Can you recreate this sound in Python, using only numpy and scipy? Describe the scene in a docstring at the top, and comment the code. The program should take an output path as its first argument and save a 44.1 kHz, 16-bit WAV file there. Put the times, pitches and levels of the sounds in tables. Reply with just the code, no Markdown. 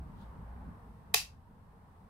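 """A plastic wall switch snaps over once in a cluttered garage: a tick, then three contacts within a few milliseconds.
Each contact is a sharp push with gritty noise; damped sines ring the rocker, cover plate and wall box.
Decaying noise makes the scatter off nearby things and the short bright tail of the room.
Behind lie a wavering low boom, noise layers of rumble, drone and dull wash, all easing off unevenly,
a weak sine of mains hum, a thin hiss and one faint rustle."""
import sys
import numpy as np
from scipy import signal
from scipy.fft import rfft, irfft, next_fast_len
from scipy.io import wavfile
from scipy.ndimage import uniform_filter1d

SR = 44100
rng = np.random.default_rng(int(sys.argv[2]) if len(sys.argv) > 2 else 0)


def unload_wav(signal):
    """Save mono or channel-first audio to the path in sys.argv[1] as 16-bit WAV at rate SR, clipped to [-1, 1]."""
    wavfile.write(
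        sys.argv[1],
        SR,
        np.round(np.clip(np.atleast_2d(signal).T, -1, 1) * 32767).astype(np.int16),
    )


N = 92345  # length [samples]

# uneven easing of the background: (time [s], drone level [dB], wash level [dB])
BACKGROUND_LEVELS = [(0, -51, -61), (.13, -53, -59.5), (.22, -51, -58.5), (.3, -60.5, -58),
                     (.38, -51.5, -58.5), (.47, -61, -57), (.68, -48.5, -57.5), (.8, -59, -59.5),
                     (.9, -53, -61), (.98, -59.5, -63.5), (1.08, -56.5, -61.5), (1.25, -66, -65),
                     (1.4, -61, -67), (1.7, -63.5, -64.5), (1.88, -62.5, -64.5), (2.09, -63, -64.5)]


def amp(db):
    """Decibels to gain."""
    return 10 ** (np.asarray(db) / 20)


def unit(x):
    """Scale to rms 1."""
    return x / np.sqrt(np.mean(x ** 2) + 1e-20)


def along(points, hz):
    """Read (frequency, value) points on a log frequency axis."""
    f, v = np.transpose(points)
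    return np.interp(np.log(hz + 1), np.log(f + 1), v)


def curves(rows):
    """Draw one value per sample for each column after the time."""
    times, *columns = np.transpose(rows)
    return [np.interp(np.arange(N) / SR, times, column) for column in columns]


def filtered(x, response):
    """Shape the spectrum of x by a response of frequency."""
    m = next_fast_len(N + SR // 2)
    return irfft(rfft(x, m) * response(np.fft.rfftfreq(m, 1 / SR)), m)[..., :N]


def coloured(x, gain_db, size=4096):
    """Filter x causally (minimum phase) with the given dB response, so nothing sounds before its onset."""
    cepstrum = irfft(np.log(amp(gain_db(np.fft.rfftfreq(size, 1 / SR)))))
    # folding the cepstrum forward in time gives minimum phase
    fold = np.r_[1, np.full(size // 2 - 1, 2), np.zeros(size // 2)]
    kernel = irfft(np.exp(rfft(cepstrum * fold)))
    return signal.fftconvolve(x, kernel[None], axes=1)[:, :x.shape[1]]


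def fade(t, t60):
    """Decay exponentially by 60 dB in t60 seconds."""
    return np.exp(-np.log(1000) * t / np.maximum(t60, 1e-4))


def tone(hz):
    """A sine of rms 1 that follows a pitch curve."""
    phase = 2 * np.pi * np.cumsum(hz) / SR
    return np.sqrt(2) * np.sin(phase + rng.uniform(0, 2 * np.pi))


def rush(spectrum):
    """Stereo noise of rms 1, nearly mono in the bass and wide in the treble."""
    # left-right likeness: (frequency [Hz], correlation [-1 to 1])
    likeness = [(60, .99), (150, .93), (300, 0.8), (600, 0.63), (1200, 0), (8000, 0.0072)]

    def mid_side_response(hz):
        turn = np.arccos(np.clip(along(likeness, hz), -1, 1)) / 2
        return amp(along(spectrum, hz)) * [np.cos(turn), np.sin(turn)]

    mid, side = filtered(rng.standard_normal((2, N)), mid_side_response)
    return unit(np.array([mid + side, mid - side]))


def patchy(x, depth_db):
    """Give x drifting patches of random gain over time and frequency."""
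    z = signal.stft(x, nperseg=2048)[2]
    field = rng.standard_normal(z.shape[1:])
    field = uniform_filter1d(field, size=3, axis=0)  # over frequency
    field = uniform_filter1d(field, size=5, axis=1)  # over time
    return unit(signal.istft(z * amp(depth_db * unit(field)), nperseg=2048)[1][:, :N])


def ring(modes, t):
    """Damped modes at two microphones, each with its own phase."""
    phases = rng.uniform(0, 2 * np.pi, (len(modes), 2, 1))
    total = 0
    for (hz, db, t60), phase in zip(modes, phases):
        total = total + amp(db) * fade(t, t60) * np.sin(2 * np.pi * hz * t + phase)
    return total


def answer(x, tail):
    """Convolve x with a stereo tail of energy 1 in each channel."""
    tail = tail / np.linalg.norm(tail, axis=1, keepdims=True)
    return signal.fftconvolve(x, tail, axes=1)[:, :x.shape[1]]


def hiss():
    """Thin, steady noise, mostly treble."""
    # spectrum: (frequency [Hz], level [dB])
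    hiss_spectrum = [(500, -17.5), (2500, 7.5), (4500, 3), (7000, -3.5), (8600, 3), (10000, -0.5),
                     (11500, 2), (13500, -1), (16000, -7)]
    # (time [s], level [dB])
    hiss_levels = [(0, -77.5), (1, -78.5), (1.4, -82), (2.09, -80)]
    return amp(curves(hiss_levels)[0]) * rush(hiss_spectrum)


def hum():
    """A weak mains hum: one steady sine."""
    hum_hz, hum_db = 99.5, -70
    return amp(hum_db) * tone(np.full(N, hum_hz))


def rumble():
    """Noise at the bottom of the range, slowly easing off."""
    # spectrum: (frequency [Hz], level [dB])
    rumble_spectrum = [(15, -12), (33, 0), (46, -4.5), (70, 0), (100, 2.5), (130, -10), (250, -34),
                       (600, -88)]
    # (time [s], level [dB])
    rumble_levels = [(0, -54), (.55, -52.5), (.9, -58.5), (1.3, -56.5), (1.65, -59), (2.09, -60.5)]
    return amp(curves(rumble_levels)[0]) * rush(rumble_spectrum)


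def drone():
    """A band of low noise that pulses and eases off, with patchy gain."""
    # spectrum: (frequency [Hz], level [dB])
    drone_spectrum = [(60, -24.5), (110, -11.5), (160, 2.5), (205, 0), (260, -8.5), (350, -18.5),
                      (600, -49), (1500, -79.5)]
    patchy_db = 1.8  # rms
    drone_db, _ = curves(BACKGROUND_LEVELS)
    return amp(drone_db) * patchy(rush(drone_spectrum), patchy_db)


def wash():
    """A dull band of noise that swells, then eases off, with patchy gain."""
    # spectrum: (frequency [Hz], level [dB])
    wash_spectrum = [(150, -20), (330, -9), (430, 1), (560, -3.5), (700, -2), (800, 2), (930, 4), (1100, 1),
                     (1300, -5.5), (1800, -11), (2500, -23.5), (4000, -38.5), (8000, -57.5)]
    patchy_db = 1.8  # rms
    _, wash_db = curves(BACKGROUND_LEVELS)
    return amp(wash_db) * patchy(rush(wash_spectrum), patchy_db)


def boom():
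    """A low sine whose pitch wavers at random and whose level comes in swells."""
    # swells: (time [s], level [dB])
    boom_levels = [(0, -39), (.05, -52), (.11, -58), (.22, -65), (.27, -45.5), (.36, -61.5), (.43, -46.5),
                   (.7, -49), (.76, -74), (.9, -51), (1.02, -71), (1.25, -57.5), (1.5, -72), (2.09, -78)]
    boom_hz, wander_hz = 58.8, 3.9
    wander = np.interp(np.arange(N), np.linspace(0, N, 20), rng.standard_normal(20))
    return amp(curves(boom_levels)[0]) * tone(boom_hz + wander_hz * wander)


def rustle():
    """A faint, brief rustle well before the click: noise that rises and dies exponentially."""
    # spectrum: (frequency [Hz], level [dB])
    rustle_spectrum = [(1000, -29), (2400, -8), (3300, 5.5), (4800, -4), (6000, -11), (9000, -11),
                       (15000, -16)]
    peak_s, peak_db = 0.22, -69.5
    rise_s, t60_s = 0.042, 0.26  # rise is a time constant
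    t = np.arange(N) / SR - peak_s
    rise = np.exp(np.minimum(t, 0) / rise_s)
    return amp(peak_db) * rise * fade(np.maximum(t, 0), t60_s) * rush(rustle_spectrum)


def garage(x):
    """A diffuse tail that builds up, then dies fastest in the high treble."""
    # decay: (frequency [Hz], t60 [s])
    room_t60 = [(300, .2), (1000, .21), (2600, .22), (6000, .205), (11000, .2), (15500, .18)]
    # tail colour: (frequency [Hz], gain [dB])
    room_colour = [(300, -15), (1000, -5.5), (2150, -1), (2400, 0.5), (3200, 0), (4300, 0), (5800, 2.5),
                   (7000, 0), (11000, 0.5), (12500, -4.5), (15500, 0)]
    room_db, delay_s, build_s = 1, .002, .016  # build-up is a time constant
    hz, t, z = signal.stft(rng.standard_normal((2, SR // 2)), SR, nperseg=256)
    tail = signal.istft(z * fade(t, along(room_t60, hz)[:, None]), SR, nperseg=256)[1]
    age = np.maximum(np.arange(tail.shape[1]) / SR - delay_s, 0)
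    wet = answer(x, tail * (1 - np.exp(-age / build_s)))
    return amp(room_db) * coloured(wet, lambda hz: along(room_colour, hz))


def near_scatter(x):
    """Dense early reflections from the wall and things beside the switch."""
    near_db, delay_s, t60_s = 2.5, .0004, .022
    t = np.arange(SR // 10) / SR
    tail = rng.standard_normal((2, len(t))) * fade(t, t60_s) * (t > delay_s)
    return amp(near_db) * answer(x, tail)


def crack(t):
    """Contact noise: one sharp push, then quickly dying grit."""
    # spectrum: (frequency [Hz], level [dB])
    crack_spectrum = [(100, -36), (280, -21), (420, -10), (1000, -6.5), (2000, -1), (2700, -4), (5000, -2),
                      (7000, -4), (12000, -5), (14000, -10), (16000, -11)]
    grit, grit_t60_s = 0.19, .004  # grit is relative to the push
    noise = rng.standard_normal((2, len(t))) * fade(t, grit_t60_s)
    push = (t == 0) + grit * noise
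    return coloured(push, lambda hz: along(crack_spectrum, hz))


def plate(t):
    """The rocker and cover plate ring in short bright modes."""
    # modes: (frequency [Hz], relative level [dB], t60 [s])
    plate_modes = [(2434, -11, 0.033), (2683, -4.5, 0.024), (2980, -14, 0.013), (3490, -14, 0.02),
                   (3950, -6, .014), (4830, -3.5, .012), (6100, -10, 0.02), (6580, -9.5, 0.0098),
                   (7383, -5, 0.0067), (9580, -10, .008), (11900, -4, .008), (12520, -2.5, .007)]
    return ring(plate_modes, t)


def wall_box(t):
    """The wall box knocks in lower modes."""
    # modes: (frequency [Hz], relative level [dB], t60 [s])
    box_modes = [(450, -2.5, .05), (714, -3, 0.087), (846, 2.5, 0.031), (1110, -2.5, 0.039),
                 (1387, -4, 0.022), (1900, 2, .012)]
    return ring(box_modes, t)


def blow(peak_hz, emphasis_db):
    """One contact: crack, plate and box together, lifted around the contact's own peak frequency."""
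    crack_db, plate_db, box_db = -6.5, -29.5, -39
    width_octaves = .5
    t = np.arange(SR // 5) / SR
    sound = amp(crack_db) * crack(t) + amp(plate_db) * plate(t) + amp(box_db) * wall_box(t)

    def emphasis(hz):
        octaves = np.log2((hz + 1) / peak_hz)
        return emphasis_db * np.exp(-.5 * (octaves / width_octaves) ** 2)

    return coloured(sound, emphasis)


def switch():
    """Every contact arrives directly, off nearby things and through the room."""
    # rocker contacts: (time [s], relative level [dB], peak frequency [Hz], emphasis there [dB],
    # left over right [dB])
    contacts = [(1.1398, -14, 5000, 3, -2), (1.1416, -1, 2800, 10, -2), (1.1431, -2, 12000, 9, 4),
                (1.1444, -1, 4700, 9, 0)]
    out = np.zeros((2, N))
    for time_s, db, peak_hz, emphasis_db, left_db in contacts:
        hit = amp(db) * blow(peak_hz, emphasis_db)
        hit = np.pad(hit, ((0, 0), (0, SR // 3)))  # space for the tail
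        balance = amp([[left_db / 2], [-left_db / 2]])
        heard = (hit + near_scatter(hit)) * balance + garage(hit)
        start = round(time_s * SR)
        out[:, start:start + heard.shape[1]] += heard
    return out


def scene():
    """The click in its room, over the quiet background."""
    background = hiss() + hum() + rumble() + drone() + wash()
    return background + boom() + rustle() + switch()


def record(dry):
    """Cut nearly everything above the band limit with a very steep low-pass."""
    top_hz = 15800
    return filtered(dry, lambda hz: 1 / np.sqrt(1 + (hz / top_hz) ** 700))


dry = scene()
out = record(dry)
unload_wav(out)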